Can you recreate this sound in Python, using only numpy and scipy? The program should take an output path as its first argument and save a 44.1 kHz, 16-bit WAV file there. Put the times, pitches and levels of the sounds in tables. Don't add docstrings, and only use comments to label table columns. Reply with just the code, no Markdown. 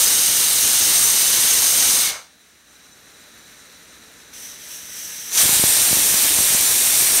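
import sys
import numpy as np
from scipy import signal
from scipy.fft import rfft, irfft
from scipy.io import wavfile
from scipy.ndimage import uniform_filter1d

SR = 44100
rng = np.random.default_rng(int(sys.argv[2]) if len(sys.argv) > 2 else 0)


def wav_out(sig):
    wavfile.write(sys.argv[1], SR, np.round(np.clip(np.atleast_2d(sig).T, -1, 1) * 32767).astype(np.int16))


def linear_from_db(decibels):
    return 10 ** (np.asarray(decibels, float) / 20)


N = 317520
HZ = np.fft.rfftfreq(N, 1 / SR)
TIME = np.arange(N) / SR

# t/s, jet level/dB, lift/(0 seated to 1 raised)
BLOWS = [
    [(0, -22.5, 0.93), (.3, -24.5, 0.98), (1.1, -23, 0.96), (1.94, -23.5, 0.96), (2.03, -23.5, 0.92),
     (2.086, -25.5, 0.76), (2.152, -39.5, 0.35), (2.27, -68, 0.5)],
    [(4.33, -46.5, .3), (4.39, -46, .4), (4.45, -43, 0.6), (4.566, -48, 0.05), (4.742, -43, 0.8),
     (4.86, -46, 0.4), (5.0, -41.5, 0.87), (5.25, -43, .8), (5.3, -37.5, 0.4)],
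    [(5.3, -42, 0.2), (5.357, -26, .15), (5.369, -27.5, 0.3), (5.375, -20.5, 0), (5.43, -22.5, 1),
     (5.47, -24, 0.85), (6.4, -24.5, .8), (7.2, -24.5, 0.93)],
]
# vent level/dB, weight level/dB, edge level/dB
MIXES = [
    [(-2, -17, -12.5), (1, 2.5, 3.5)],
    [(1, -4, -2), (7.5, -1.5, 5)],
    [(5.5, -1, 3), (-3, 4, 5.5)],
]
# f/Hz, level per Hz/dB
JET_SPECTRA = [
    [(410, -27.5), (700, -12), (1040, -16.5), (1520, -8.5), (1900, -6.5), (2260, -5.5), (2520, -7.5),
     (2940, -1), (3260, -3.5), (3930, 1.5), (4450, -2), (5400, -1.5), (7020, -42), (11900, -120)],
    [(500, -30), (900, -8), (1300, -12), (1700, 2.5), (2500, 1), (3300, 3.5), (4000, 1.5), (4700, -2),
     (5200, 2), (6800, -36)],
    [(410, -17), (700, -8), (1280, -14), (1750, -3), (2110, -7), (2280, -3.5), (2550, -3.5), (3260, -2.5),
     (3740, 0.5), (5000, -2.5), (5400, -2), (7020, -29), (11900, -120)],
]
# f/Hz, width/Hz, level/dB
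VENT_MODES = [
    [(6060, 570, -6.5), (6100, 230, -10), (6370, 130, -7), (6600, 220, -9)],
    [(5630, 130, -2), (5600, 200, -4), (6000, 290, -5), (6070, 180, 2), (6440, 200, -8)],
    [(5780, 290, -4.5), (6130, 430, -7.5), (6330, 190, -7), (7070, 240, -8.5)],
]
# f/Hz, width/Hz, level/dB
WEIGHT_MODES = [
    [(8340, 120, -1), (8700, 170, 0), (8930, 130, -3), (9230, 180, -3.5)],
    [(8150, 420, -4), (8700, 170, -1)],
    [(8340, 130, 8.5), (8480, 180, 9), (8650, 150, 13), (9170, 164, 12)],
]
# f/Hz, level per Hz/dB
EDGE_SPECTRUM = [(4000, -17.5), (5000, -9.5), (7500, 2), (9500, -2), (10200, 2.5), (12800, 0), (13500, -1),
                 (15000, -2.5), (16500, -7.5)]
# rumble/dB, drift/(dB/s), warm body/dB, drift/(dB/s), low note/dB, drift/(dB/s)
PLUMES = [
    (-17, -0.7, -13, 1.13, -22, 2),
    (-15, -0.5, -13.5, 0.6, -18.5, 3),
]
# f/Hz, level per Hz/dB
RUMBLE_SPECTRUM = [(12, -30), (22, 0), (60, -2.5), (170, -1), (330, 0.5), (500, -0.5), (800, -19)]
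# f/Hz, level per Hz/dB
BODY_SPECTRUM = [(200, -17), (350, -14.5), (500, -5), (900, -2.5), (1300, 0.5), (1900, -8), (3000, -52)]
# f/Hz, width/Hz, level/dB
NOTE_MODES = [(2110, 100, -2.9), (2258, 150, 0.77)]
# f/Hz, level/dB, t60/s
CLINK_MODES = [(2160, 0, .38), (2212, -2, .38), (2270, -7, .3), (3740, -5, .25), (4000, -5, .32)]
# t/s, peak level/dB, sign of the push, length/ms, rise/ms
PUFFS = [(5.4557, -18.5, 1, 2.4, .4), (5.4926, -16, 1, 1.6, 0.32), (5.529, -23, 1, 1.8, 0.4),
         (5.5662, -23, -1, 2.8, .45), (5.596, -23, 1, 1.8, .74), (5.639, -7, 1, 2.5, 0.31),
         (5.9124, -20, 1, 3, 0.5), (5.9297, -11, -1, 2.3, 0.32), (5.971, -17.5, 1, 2.6, 0.35),
         (6.142, -9, 1, 2.0, 0.11), (6.388, -12.5, 1, 3, 0.2), (6.407, -18, -1, 2.3, .33),
         (6.5058, -25, -1, 2.3, .4), (6.548, -19, 1, 2, 0.42)]
# f/Hz, level per Hz/dB
BURNER_SPECTRUM = [(530, -35), (900, -25), (956, -18), (1230, -1.5), (1770, 0), (1900, 0), (3190, -6),
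                   (3910, 0), (4920, -8.5), (6030, -3), (7580, -9.5), (8550, -8), (9530, -9.5),
                   (13800, -12), (16000, -18)]
# f/Hz, width/Hz, level/dB
POT_MODES = [(1660, 420, -3), (3910, 53, 5), (3990, 61, 3), (5960, 450, 0), (7170, 120, -0.5),
             (8600, 430, -3)]
# f/Hz, level per Hz/dB
HOUSE_SPECTRUM = [(12, -37), (20, -11), (22, -35), (59, 2), (140, -5.5), (171, -7.5), (329, -2.5),
                  (460, -3.5), (1100, -8), (1430, -45), (2420, -120)]
# f/Hz, width/Hz, level/dB
HUM_MODES = [(232, 43, 4.5), (288, 34, 2.5), (461, 40, 0.5), (602, 17, 1.5)]
# f/Hz, t60/s
KITCHEN_T60 = [(500, 1), (1200, 0.51), (3000, 0.4), (8000, 0.32), (16000, 0.029)]
SPLIT_TIMES = [.076, .122, .215, .749, .958, 1.051, 1.33, 1.771, 2.537, 2.932, 3.234, 3.396, 3.837, 4.209,
               4.441, 5.602, 6.183, 6.229, 6.67]


def steam(table, mix, jet_spectrum, vent_modes, weight_modes):
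    jet_db, lift = controls(table)
    vent_db, weight_db, edge_db = (seated + lift * (lifted - seated) for seated, lifted in zip(*mix))
    flutter_db = 0.34 * walk(180) + 0.22 * walk(25)

    jet = linear_from_db(0.5 * walk(9)) * colour(eddies(flutter_db, 0.17, 0.3, 250), jet_spectrum)
    vent = linear_from_db(vent_db + 0.5) * ring(eddies(flutter_db, 0.35, 0.95, 150), vent_modes)
    weight = linear_from_db(weight_db - 0.5) * ring(eddies(flutter_db, 0.26, 0.63, 200), weight_modes)
    edge = linear_from_db(edge_db + 2.0) * colour(eddies(flutter_db, 0.098, 0.47, 400), EDGE_SPECTRUM)

    blowing = gate(table[0][0], table[-1][0], 0.004)
    return blowing * linear_from_db(jet_db) * (jet + vent + weight + edge)


def roar(table, plume):
    linger_s, shut_db = 0.08, -80
    start, end = table[0][0], table[-1][0]
    jet_db, lift = controls(table)
    late_db, late_lift = controls(table, linger_s)
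    late_db = np.where(TIME > start + linger_s, late_db, shut_db)
    late_db = np.maximum(jet_db, late_db)
    rumble_db, body_db, note_db = (db + drift * (TIME - start) for db, drift in np.reshape(plume, (3, 2)))

    rumble_db = jet_db + rumble_db - 5 * (1 - lift) + 2.0
    body_db = late_db + body_db + 1.5 * (1 - np.maximum(lift, late_lift)) - 2.5
    note_db = late_db + note_db + 3 * (1 - lift)

    rumble = linear_from_db(rumble_db) * colour(eddies(0, 0.66, 2.3, 60), RUMBLE_SPECTRUM)
    body = linear_from_db(body_db) * colour(eddies(0, 0.35, 1.0, 90), BODY_SPECTRUM)
    note = linear_from_db(note_db) * ring(eddies(0, 0.5, 0.88, 40), NOTE_MODES)
    return gate(start, end + linger_s, 0.02) * (rumble + body + note)


def clink():
    strike_s, strike_db, onset_s = 2.038, -28, 0.0068
    t = np.maximum(TIME - strike_s, 0)
    rings = sum(linear_from_db(db - 60 * t / t60) * np.sin(2 * np.pi * hz * t) for hz, db, t60 in CLINK_MODES)
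    return linear_from_db(strike_db) * np.minimum(t / onset_s, 1) * rings


def puffs():
    out = np.zeros(N)
    ms = np.arange(-2, 14, 1000 / SR)
    for s, db, sign, length, rise in PUFFS:
        push = np.exp(-(ms / rise) ** 2)
        swing = np.exp(-((ms - 0.78 * length) / (0.61 * length)) ** 2)
        swing -= 0.25 * np.exp(-((ms - 2.7 * length) / (0.96 * length)) ** 2)
        balanced = push - swing * push.sum() / swing.sum()
        i = int((s - 0.002) * SR)
        out[i:i + len(ms)] += np.sign(sign) * linear_from_db(db) * balanced
    return out


def simmer():
    simmer_db, house_db, motor_hz = -47, -9.5, 167
    release_s, step_s, recover_s = 2.635, 0.076, 0.35
    since = np.maximum(TIME - release_s, 0)
    duck_db = (-7.5 + 2 * np.minimum(since / step_s, 1)) * np.exp(-since / recover_s)
    build_db = 2.5 * np.clip(TIME - 4.1, 0, 1)

    flame = linear_from_db(-1.0) * colour(eddies(0, 0.14, 0.78, 40), BURNER_SPECTRUM)
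    pot = linear_from_db(-4.5) * ring(eddies(0, 0.35, 1.8, 40), POT_MODES)
    murmur = colour(eddies(0, 0.3, 0.33, 30), HOUSE_SPECTRUM)
    hum = linear_from_db(-3.5) * ring(eddies(0, 0.78, 0.4, 18), HUM_MODES)
    motor_level = linear_from_db(-8.5 + 2.0 * walk(8))
    motor = motor_level * np.sin(2 * np.pi * np.cumsum(motor_hz + 1.2 * walk(6)) / SR)
    return linear_from_db(simmer_db + duck_db + build_db) * (flame + pot + linear_from_db(house_db) * (murmur + hum + motor))


def kitchen(x, count=16):
    wet_db = -7
    hz, t60 = np.transpose(KITCHEN_T60)
    age = TIME[:SR]
    shares = [np.interp(np.log(HZ + 1), np.log(hz), row) for row in np.eye(len(hz))]
    place = TIME / TIME[-1] * count
    wet = 0
    for spot in range(count):
        away = np.abs((place - spot + count / 2) % count - count / 2)
        nearness = np.cos(np.pi / 2 * np.minimum(away, 1))
        decays = rng.standard_normal(SR) * linear_from_db(-60 * age / t60[:, None]) * (age > 0.004)
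        tail = sum(share * rfft(unit(decay), N) for share, decay in zip(shares, decays)) / np.sqrt(SR)
        wet = wet + rfft(x * nearness) * tail
    return (x + linear_from_db(wet_db) * irfft(wet, N)) / np.sqrt(1 + linear_from_db(2 * wet_db))


def eddies(shared_db, slow_db, quick_db, quick_hz):
    return linear_from_db(shared_db + slow_db * walk(7) + quick_db * walk(quick_hz)) * rng.standard_normal(N)


def walk(rate):
    k = max(int(SR / rate), 1)
    held = np.repeat(rng.standard_normal(N // k + 1), k)
    slewed = uniform_filter1d(uniform_filter1d(held, k), k)
    return unit(slewed[:N])


def colour(x, points):
    hz, db = np.transpose(points)
    gain = linear_from_db(np.interp(np.log(HZ + 1), np.log(hz), db))
    return unit(irfft(rfft(x) * gain, N))


def ring(x, modes):
    power = sum(linear_from_db(2 * db) / (1 + ((HZ - hz) / width) ** 2) ** 2 for hz, width, db in modes)
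    return unit(irfft(rfft(x) * np.sqrt(power), N))


def unit(x):
    return x / np.sqrt(np.mean(x ** 2))


def gate(start_s, end_s, fade_s):
    is_open = 1. * (TIME >= start_s) * (TIME <= end_s)
    return uniform_filter1d(is_open, int(fade_s * SR) + 1)


def controls(table, late_s=0):
    s, jet_db, lift = np.transpose(table)
    t = TIME - late_s
    return np.interp(t, s, jet_db), np.clip(np.interp(t, s, lift), 0, 1)


def scene():
    blows = sum(steam(*blow) for blow in zip(BLOWS, MIXES, JET_SPECTRA, VENT_MODES, WEIGHT_MODES))
    plumes = sum(roar(*blow) for blow in zip(BLOWS[::2], PLUMES))
    mono = kitchen(blows) + plumes + clink() + puffs() + simmer()
    return np.array([mono, mono])


def low_pass(x):
    return signal.sosfilt(signal.butter(12, 15740, fs=SR, output="sos"), x)


def record(dry):
    top_hz, second_band_share, band_width = 15740, 0.6, 0.17
    stranger = rfft(np.roll(dry[0], 700))
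    side = np.zeros(N)
    for s, (first, second, chance) in zip(SPLIT_TIMES, rng.random((len(SPLIT_TIMES), 3))):
        fade = np.cos(np.pi / 2 * np.clip((TIME - s) * SR / 1024, -1, 1)) ** 2
        places = [first, second] if chance < second_band_share else [first]
        lows_hz = np.interp(places, [0, 1], (4200, 13500))
        bands = np.any([(HZ > hz) * (HZ < hz * (1 + band_width)) for hz in lows_hz], axis=0)
        side += fade * irfft(stranger * bands, N)
    trace = linear_from_db(-84) * ring(rng.standard_normal(N), [(450, 500, 0)]) * gate(2.24, 5.3, 0)
    both = dry + (linear_from_db(-0.5) * side + trace) * np.array([[1], [-1]])
    mix = irfft(rfft(both) * (HZ < top_hz), N)
    return low_pass(mix)


dry = scene()
out = record(dry)
wav_out(out)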